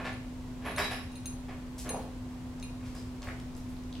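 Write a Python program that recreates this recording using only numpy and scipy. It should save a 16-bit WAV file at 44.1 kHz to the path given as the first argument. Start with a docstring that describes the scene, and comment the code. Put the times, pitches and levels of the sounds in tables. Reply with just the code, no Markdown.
"""In a small panelled room a falcon feeds on a padded perch.
Its leg bell clinks as it shifts a foot: a pellet strikes the shell and excites its damped modes.
Scuffs, tearing food and dull bumps are stick-slip friction, and the scuffs set thin metal ringing.
Hollow knocks and the ticks of the beak are brief impacts, each heard through one broad resonance.
An appliance hums under the low rumble and hiss of the room."""
import sys
import numpy as np
from scipy import signal
from scipy.fft import rfft, irfft
from scipy.io import wavfile

SR = 44100
rng = np.random.default_rng(int(sys.argv[2]) if len(sys.argv) > 2 else 0)


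def file_out(sig):
    """Save sig as 16-bit WAV at sys.argv[1]."""
    # one column per channel
    cols = np.atleast_2d(sig).T
    # limit, then scale
    lim = np.clip(cols, -1, 1)
    pcm = np.round(lim * 32767).astype(np.int16)
    wavfile.write(sys.argv[1], SR, pcm)


N = 176400
TIME, FREQ = np.arange(N) / SR, np.maximum(np.arange(N // 2 + 1) * SR / N, 1)
SHRILL_HZ, SQUEAK_HZ, RING_HZ, PING_HZ = 11100, 10850, 3875, 4950  # modes of the rubbed metal
LEFT_RIGHT = np.array([[1], [-1]])


def amp(db):
    """Amplitude ratio: a factor of ten for every 20 dB."""
    return np.exp(np.asarray(db) * (np.log(10) / 20))


def unit(x):
    """Normalisation to an rms of 1."""
    return x / np.sqrt(np.mean(x ** 2) + 1e-20)


def at_hz(points, hz):
    """Interpolation along a logarithmic frequency axis."""
    frequencies, values = np.transpose(points)
    return np.interp(np.log(hz), np.log(frequencies), values)


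def colour(points):
    """Spectral envelope: the gain at each frequency, from a table of levels."""
    return amp(at_hz(points, FREQ))


def resonance(hz, width_hz):
    """Complex frequency response of a damped oscillator."""
    return 1 / (1 + 1j * (FREQ ** 2 - hz ** 2) / (FREQ * width_hz))


def filtered_noise(response):
    """Source and filter: white noise takes the spectrum of the response; rms 1."""
    return unit(irfft(rfft(rng.standard_normal(N)) * response, N))


def wander(rate_hz):
    """Low-passed noise drifts slowly about zero; rms 1."""
    return filtered_noise(1 / (1 + (FREQ / rate_hz) ** 2) ** 2)


def stereo_noise(correlations):
    """Partial coherence: two noise spectra share one part in phase and one in antiphase."""
    mid, side = rfft(rng.standard_normal((2, N)))
    correlation = np.clip(at_hz(correlations, FREQ), -.99, .99)
    return np.sqrt(1 + correlation) * mid + np.sqrt(1 - correlation) * side * LEFT_RIGHT


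def stroke(start_s, level_db, attack_s, hold_s, fade_db_per_s):
    """Amplitude envelope: linear rise, hold, exponential decay."""
    out, i = np.zeros(N), max(int(start_s * SR), 0)
    t = TIME[i:i + SR // 2] - start_s
    rise = np.clip(t / attack_s, 0, 1)
    out[i:i + len(t)] = rise * amp(level_db - fade_db_per_s * np.maximum(t - attack_s - hold_s, 0))
    return out


def snap(start_s, decay_s):
    """A short contact is broadband: noise under an exponential decay."""
    out, i = np.zeros(N), int(start_s * SR)
    t = TIME[:SR // 8]
    out[i:i + len(t)] = (np.exp(-t / decay_s) * rng.standard_normal(len(t)))[:N - i]
    return out


def friction(strokes, response, slips_per_s=5000, spread_db=3.0):
    """Stick-slip friction: dense random impulses of uneven size, filtered by the surface."""
    slips = (rng.random(N) < slips_per_s / SR) * rng.choice([-1, 1], N)
    sizes = amp(spread_db * np.minimum(rng.exponential(1, N), 4))
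    spectrum = rfft(slips * sizes) * response * FREQ / (FREQ + 100)  # the deep bass rolls off
    octaves = np.log2(FREQ)
    return sum(stroke(*shape) * unit(irfft(spectrum * amp(tilt * octaves), N))
               for *shape, tilt in strokes)


def taps(events, decay_s, q):
    """Impact excitation: each noise burst drives one broad resonance; its level sets its energy."""
    out, t = np.zeros(N), TIME[:SR // 16]
    for start_s, level_db, centre_hz in events:
        edges_hz = centre_hz * np.exp(np.array([-1, 1]) / (2 * q))
        band = signal.butter(2, edges_hz, "band", fs=SR, output="sos")
        burst = np.exp(-t / decay_s) * rng.standard_normal(len(t))
        tap = unit(signal.sosfilt(band, burst)) * np.sqrt(decay_s * SR / 2 / len(t))
        i = int(start_s * SR)
        out[i:i + len(t)] += (amp(level_db) * tap)[:N - i]
    return out


def room_noise(level_db=-43.5):
    """Ambient rumble and hiss: the longer the wave, the more alike it is at left and right."""
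    # spectrum of the ambient noise: frequency_hz, gain_db
    spectrum = [(12, -27), (20, -5.5), (44, -2.5), (85, -2), (148, -9.5), (191, -19.5), (225, -13),
                (252, -9), (274, -12.5), (306, -16.5), (342, -16), (416, -20), (857, -24.5), (1010, -23.5),
                (1270, -29), (7730, -40.5), (15500, -51.5)]
    # its likeness at left and right: frequency_hz, correlation
    coherence = [(30, 0.92), (120, 0.91), (300, 0.8), (600, 0.73), (1500, 0.25), (4000, 0.1), (12000, 0.1)]
    return amp(level_db) * unit(irfft(stereo_noise(coherence) * colour(spectrum), N))


def appliance_hum(flutter_depth=0.074):
    """A line spectrum with slight random modulation of frequency and amplitude."""
    # partials of the hum: pitch_hz, level_db, waver_hz
    partials = [(116, -54, 4.63), (167.1, -57.5, 4.2), (250.8, -44, 0.26), (1035, -74.5, 3.15)]
    hum = np.zeros(N)
    for pitch_hz, level_db, waver_hz in partials:
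        phase = 2 * np.pi * np.cumsum(pitch_hz + waver_hz * wander(rate_hz=7.14)) / SR
        hum += amp(level_db) * np.sqrt(2) * np.sin(phase)
    return hum * (1 + flutter_depth * wander(rate_hz=2.2))


def scuffs():
    """Forced vibration: friction drives a surface's broad resonances, and metal rings in sympathy."""
    # dry scuffs: start_s, level_db, attack_s, hold_s, fade_db_per_s, tilt_db_per_octave
    strokes = [(-.02, -37, 0.0073, 0.014, 250, -3), (.038, -37, 0.019, 0.018, 238, -.3),
               (.595, -49.5, .04, .01, 200, -1.5), (.645, -38, 0.014, 0.035, 243, -2),
               (.772, -27, 0.011, 0.0072, 245, -1.5), (.822, -42.5, 0.0079, 0.022, 350, 5),
               (.903, -38.5, 0.011, 0.021, 243, .5), (1.478, -44.5, 0.015, 0.0063, 240, -2.5),
               (1.842, -41.5, 0.019, 0.03, 320, -3.5), (2.8, -59, 0.015, 0.036, 150, 0),
               (2.942, -52, 0.0066, 0.0061, 300, -3), (3.21, -49, 0.014, 0.032, 122, -4),
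               (3.262, -51, 0.0097, 0.026, 240, -4)]
    # spectrum of the friction: frequency_hz, gain_db
    spectrum = [(150, -2), (300, 2), (600, 5), (1200, 2), (2300, 3.5), (3300, -3), (5200, -11.5),
                (7000, -16.5), (12000, -24), (15500, -58)]
    # resonances of the scuffed surface: pitch_hz, width_hz, gain_db
    surface_modes = [(631, 40, 0.5), (760, 39, 2), (1114, 66, 5), (1656, 110, 0.5), (2480, 290, -11.5)]
    # lightly damped modes of the metal: pitch_hz, width_hz, gain_db
    metal_modes = [(1737, 7, 6), (1762, 9, -3), (RING_HZ, 14, 5)]
    surface = 1 + sum(amp(db) * resonance(hz, width) for hz, width, db in surface_modes)
    metal = sum(amp(db) * resonance(hz, width) for hz, width, db in metal_modes)
    rubbing = friction(strokes, colour(spectrum) * surface)
    ringing = irfft(rfft(rubbing) * metal, N)
    return rubbing + ringing


def leg_bell(main_mode_hz=6390, rebound_s=.009, spread_db=1.5, contact_db=-3, rattle_db=-14):
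    """Modal ringing: the pellet strikes the shell, rattles, and excites it again on the rebound."""
    # strikes of the pellet: start_s, level_db, tilt_db_per_octave, hardness_db
    clinks = [(0.129, -50.5, -2, -15), (.712, -48, -5, -10), (.7625, -38.5, 0.5, 0), (1.118, -53, -4, -8),
              (1.156, -43.5, -0.5, -14), (1.2578, -35, 3.5, 0), (1.892, -33, 3, 0.5),
              (2.627, -41.5, -3, -4)]
    # modes of the shell: pitch_hz, gain_db, t60_s, rebound_db, hardness_share
    modes = [(2470, -12, 0.064, 0, 0.35), (2750, -8, 0.081, -6, 0.43), (3835, -4.5, 0.043, -19, 0),
             (4151, -4.5, 0.086, -16, 0), (6390, -0.5, 0.061, -39, 0.53), (9304, -10, 0.14, 6, 0.25),
             (9460, -8.5, 0.1, 3, 0.052), (9700, -4, 0.088, -1, 0), (10170, -16, 0.057, -4, 0.67),
             (10600, -26, .06, 2, 0.29), (10730, -12.5, 0.075, 2, 0.28), (11670, -23, .08, -8, 0),
             (13750, -17, .05, -3, 0)]
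    ringing, contact = np.zeros(N), np.zeros(N)
    for start_s, level_db, tilt, hardness_db in clinks:
        i = int(start_s * SR)
        t = TIME[:min(SR // 2, N - i)]
        late = t - rebound_s * rng.uniform(.9, 1.1)  # time since the rebound
        for hz, gain_db, t60_s, rebound_db, share in modes:
            strike = np.sin(2 * np.pi * hz * t) * np.exp(-np.log(1000) * t / t60_s)
            rebound = (late > 0) * np.cos(2 * np.pi * hz * t) * np.exp(-np.log(1000) * late / t60_s)
            timbre_db = gain_db + tilt * np.log2(hz / main_mode_hz) + hardness_db * share
            strength = amp(level_db + timbre_db + spread_db * rng.standard_normal())
            ringing[i:i + len(t)] += strength * (strike + amp(rebound_db) * rebound)
        contact += amp(level_db + contact_db) * snap(start_s, decay_s=.0014)
        contact += amp(level_db + rattle_db) * snap(start_s, decay_s=0.021)
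    contact_band = signal.butter(2, [2000, 9500], "band", fs=SR, output="sos")
    return ringing + signal.sosfilt(contact_band, contact)


def singing_metal():
    """Resonance: rubbed thin metal picks a narrow band out of the friction noise and sings."""
    # rubs: start_s, level_db, attack_s, hold_s, fade_db_per_s, pitch_hz, width_hz
    rubs = [(0.644, -54, .018, 0.019, 170, SHRILL_HZ, 650), (.908, -50, 0.0083, 0.018, 194, SQUEAK_HZ, 180),
            (0.782, -40.5, 0.034, 0.033, 132, RING_HZ, 70), (2.95, -60, .006, .035, 200, PING_HZ, 380), ]
    return sum(stroke(*shape) * filtered_noise(resonance(hz, width) ** 2) for *shape, hz, width in rubs)


def rasping_metal(squeak_db=0.5):
    """Modal superposition: hard scuffs drive high modes of alternating polarity, and a squeak."""
    # rasps: start_s, level_db, attack_s, hold_s, fade_db_per_s, tilt_db_per_octave
    strokes = [(.777, -38.5, 0.0077, 0.013, 211, 0.17), (.905, -51.5, 0.016, 0.029, 190, -1.2)]
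    # resonances of the rasped metal: pitch_hz, width_hz, gain_db
    modes = [(5000, 460, 5), (5570, 350, 1), (7300, 1700, -9), (11700, 250, -7), (12200, 680, -8),
             (13600, 980, -12)]
    body = sum((-1) ** k * amp(db) * resonance(hz, width) for k, (hz, width, db) in enumerate(modes))
    squeak = amp(squeak_db) * resonance(SQUEAK_HZ, width_hz=410) ** 2
    return friction(strokes, body + squeak)


def tearing_food():
    """Food gives way in many tiny slips, whose impulses merge into bright noise."""
    # tears: start_s, level_db, attack_s, hold_s, fade_db_per_s, tilt_db_per_octave
    strokes = [(1.776, -44.5, 0.011, 0.013, 200, 0), (1.83, -65, .01, .03, 150, -8),
               (2.84, -57, 0.014, 0.023, 150, -5), (2.948, -55, 0.0035, 0.02, 130, -4),
               (3.21, -59.5, .03, .06, 150, -2), (3.56, -59.5, .006, .015, 151, -5),
               (3.687, -60, .004, .01, 250, 11)]
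    # spectrum of the tearing: frequency_hz, gain_db
    spectrum = [(1000, -9), (2500, 0), (4000, 3), (5200, 5.5), (8500, 6), (12500, 0), (15500, -9)]
    return friction(strokes, colour(spectrum))


def bumps():
    """Heavily damped low resonances: dull bumps, during which something hollow knocks and wobbles."""
    # bumps: start_s, level_db, attack_s, hold_s, fade_db_per_s, tilt_db_per_octave
    strokes = [(1.9, -38.5, .006, 0.011, 200, -5.5), (1.943, -43.5, .004, 0.015, 174, 3.5),
               (1.99, -55, 0.0049, 0.012, 141, 6)]
    # spectrum of the bumps: frequency_hz, gain_db
    spectrum = [(80, -9), (180, -19), (330, -4.5), (500, 0), (780, 2.5), (1000, -8), (1500, -22),
                (4000, -32.5), (12000, -53)]
    # hollow knocks: start_s, level_db, centre_hz
    knocks = [(1.905, -28, 496), (1.925, -32, 194), (1.9435, -24.5, 735), (1.96, -30, 593),
              (1.971, -36, 940)]
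    return friction(strokes, colour(spectrum)) + taps(knocks, decay_s=0.0025, q=3.7)


def beak_ticks():
    """Transients: the beak's contacts are so brief and damped that they have little pitch."""
    # wet ticks and crunches: start_s, level_db, centre_hz
    ticks = [(2.599, -42, 6500), (2.951, -43, 8600), (3.22, -38, 5300), (3.228, -40, 4870),
             (3.23, -37.5, 2460), (3.243, -46, 12000), (3.272, -33, 1680), (3.285, -31.5, 1320),
             (3.288, -30.5, 2130), (3.295, -49, 2300), (3.399, -41.5, 4150), (3.401, -45.5, 8000),
             (3.551, -44, 5470), (3.567, -43.5, 9000), (3.577, -45, 12000), (3.604, -52, 6500),
             (3.768, -47, 3800), (3.837, -49, 6400), (3.927, -36.5, 4140), (3.938, -46, 3800),
             (3.953, -37, 3240), (3.966, -50, 3900), (3.98, -48, 4300)]
    return taps(ticks, decay_s=.0011, q=2)


def room_response(delay_s=0.0056):
    """Diffuse reverberation of unit energy: each band decays exponentially, the bass most slowly."""
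    # reverberation times: frequency_hz, t60_s
    decay_times = [(200, 0.96), (700, 0.35), (2500, 0.51), (6000, 0.44), (10000, 0.22), (15000, 0.43)]
    # likeness of the reverberation at left and right: frequency_hz, correlation
    coherence = [(200, 1), (600, 0.88), (1200, 0.49), (2500, 0.085), (10000, -0.56)]
    noise, t, tail = stereo_noise(coherence), TIME[:SR], 0
    edges_hz = np.geomspace(60, 18000, 11)
    for low, high in zip(edges_hz, edges_hz[1:]):
        band = irfft(noise * ((FREQ >= low) & (FREQ < high)), N)[:, :SR]
        t60_s = at_hz(decay_times, np.sqrt(low * high))
        tail = tail + band * np.exp(-np.log(1000) * t / t60_s)
    tail = tail * (t > delay_s)
    return tail / np.sqrt(np.sum(tail ** 2) / 2)


def scene():
    """Superposition: over the steady background, each event arrives directly and by way of the room."""
    echo = room_response()
    out = room_noise() + appliance_hum()
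    # sound, room_db (relative to direct), pan_db (left over right), lag_samples (left behind right)
    sources = [(leg_bell(), -3, 1.5, 0.87),
               (scuffs() + singing_metal() + rasping_metal(), -1.5, -0.8, 0),
               (bumps(), -4.5, -0.8, 0),
               (tearing_food(), -1.5, 1.0, -0.94),
               (beak_ticks(), 0, 1.0, -0.94)]
    for sound, room_db, pan_db, lag_samples in sources:
        reverberant = amp(room_db) * signal.fftconvolve(sound[None], echo, axes=1)[:, :N]
        phase_shift = np.exp(-1j * np.pi * FREQ / SR * lag_samples * LEFT_RIGHT)
        direct = irfft(rfft(sound) * phase_shift, N)
        pan = amp(pan_db * LEFT_RIGHT / 2)
        out = out + pan * (direct + reverberant) / np.hypot(1, amp(room_db))
    return out


def record(dry):
    """Band limiting: an elliptic low-pass filter cuts the top steeply."""
    cutoff_hz = 15800
    return signal.sosfilt(signal.ellip(12, .1, 80, cutoff_hz, fs=SR, output="sos"), dry)


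dry = scene()
out = record(dry)
file_out(out)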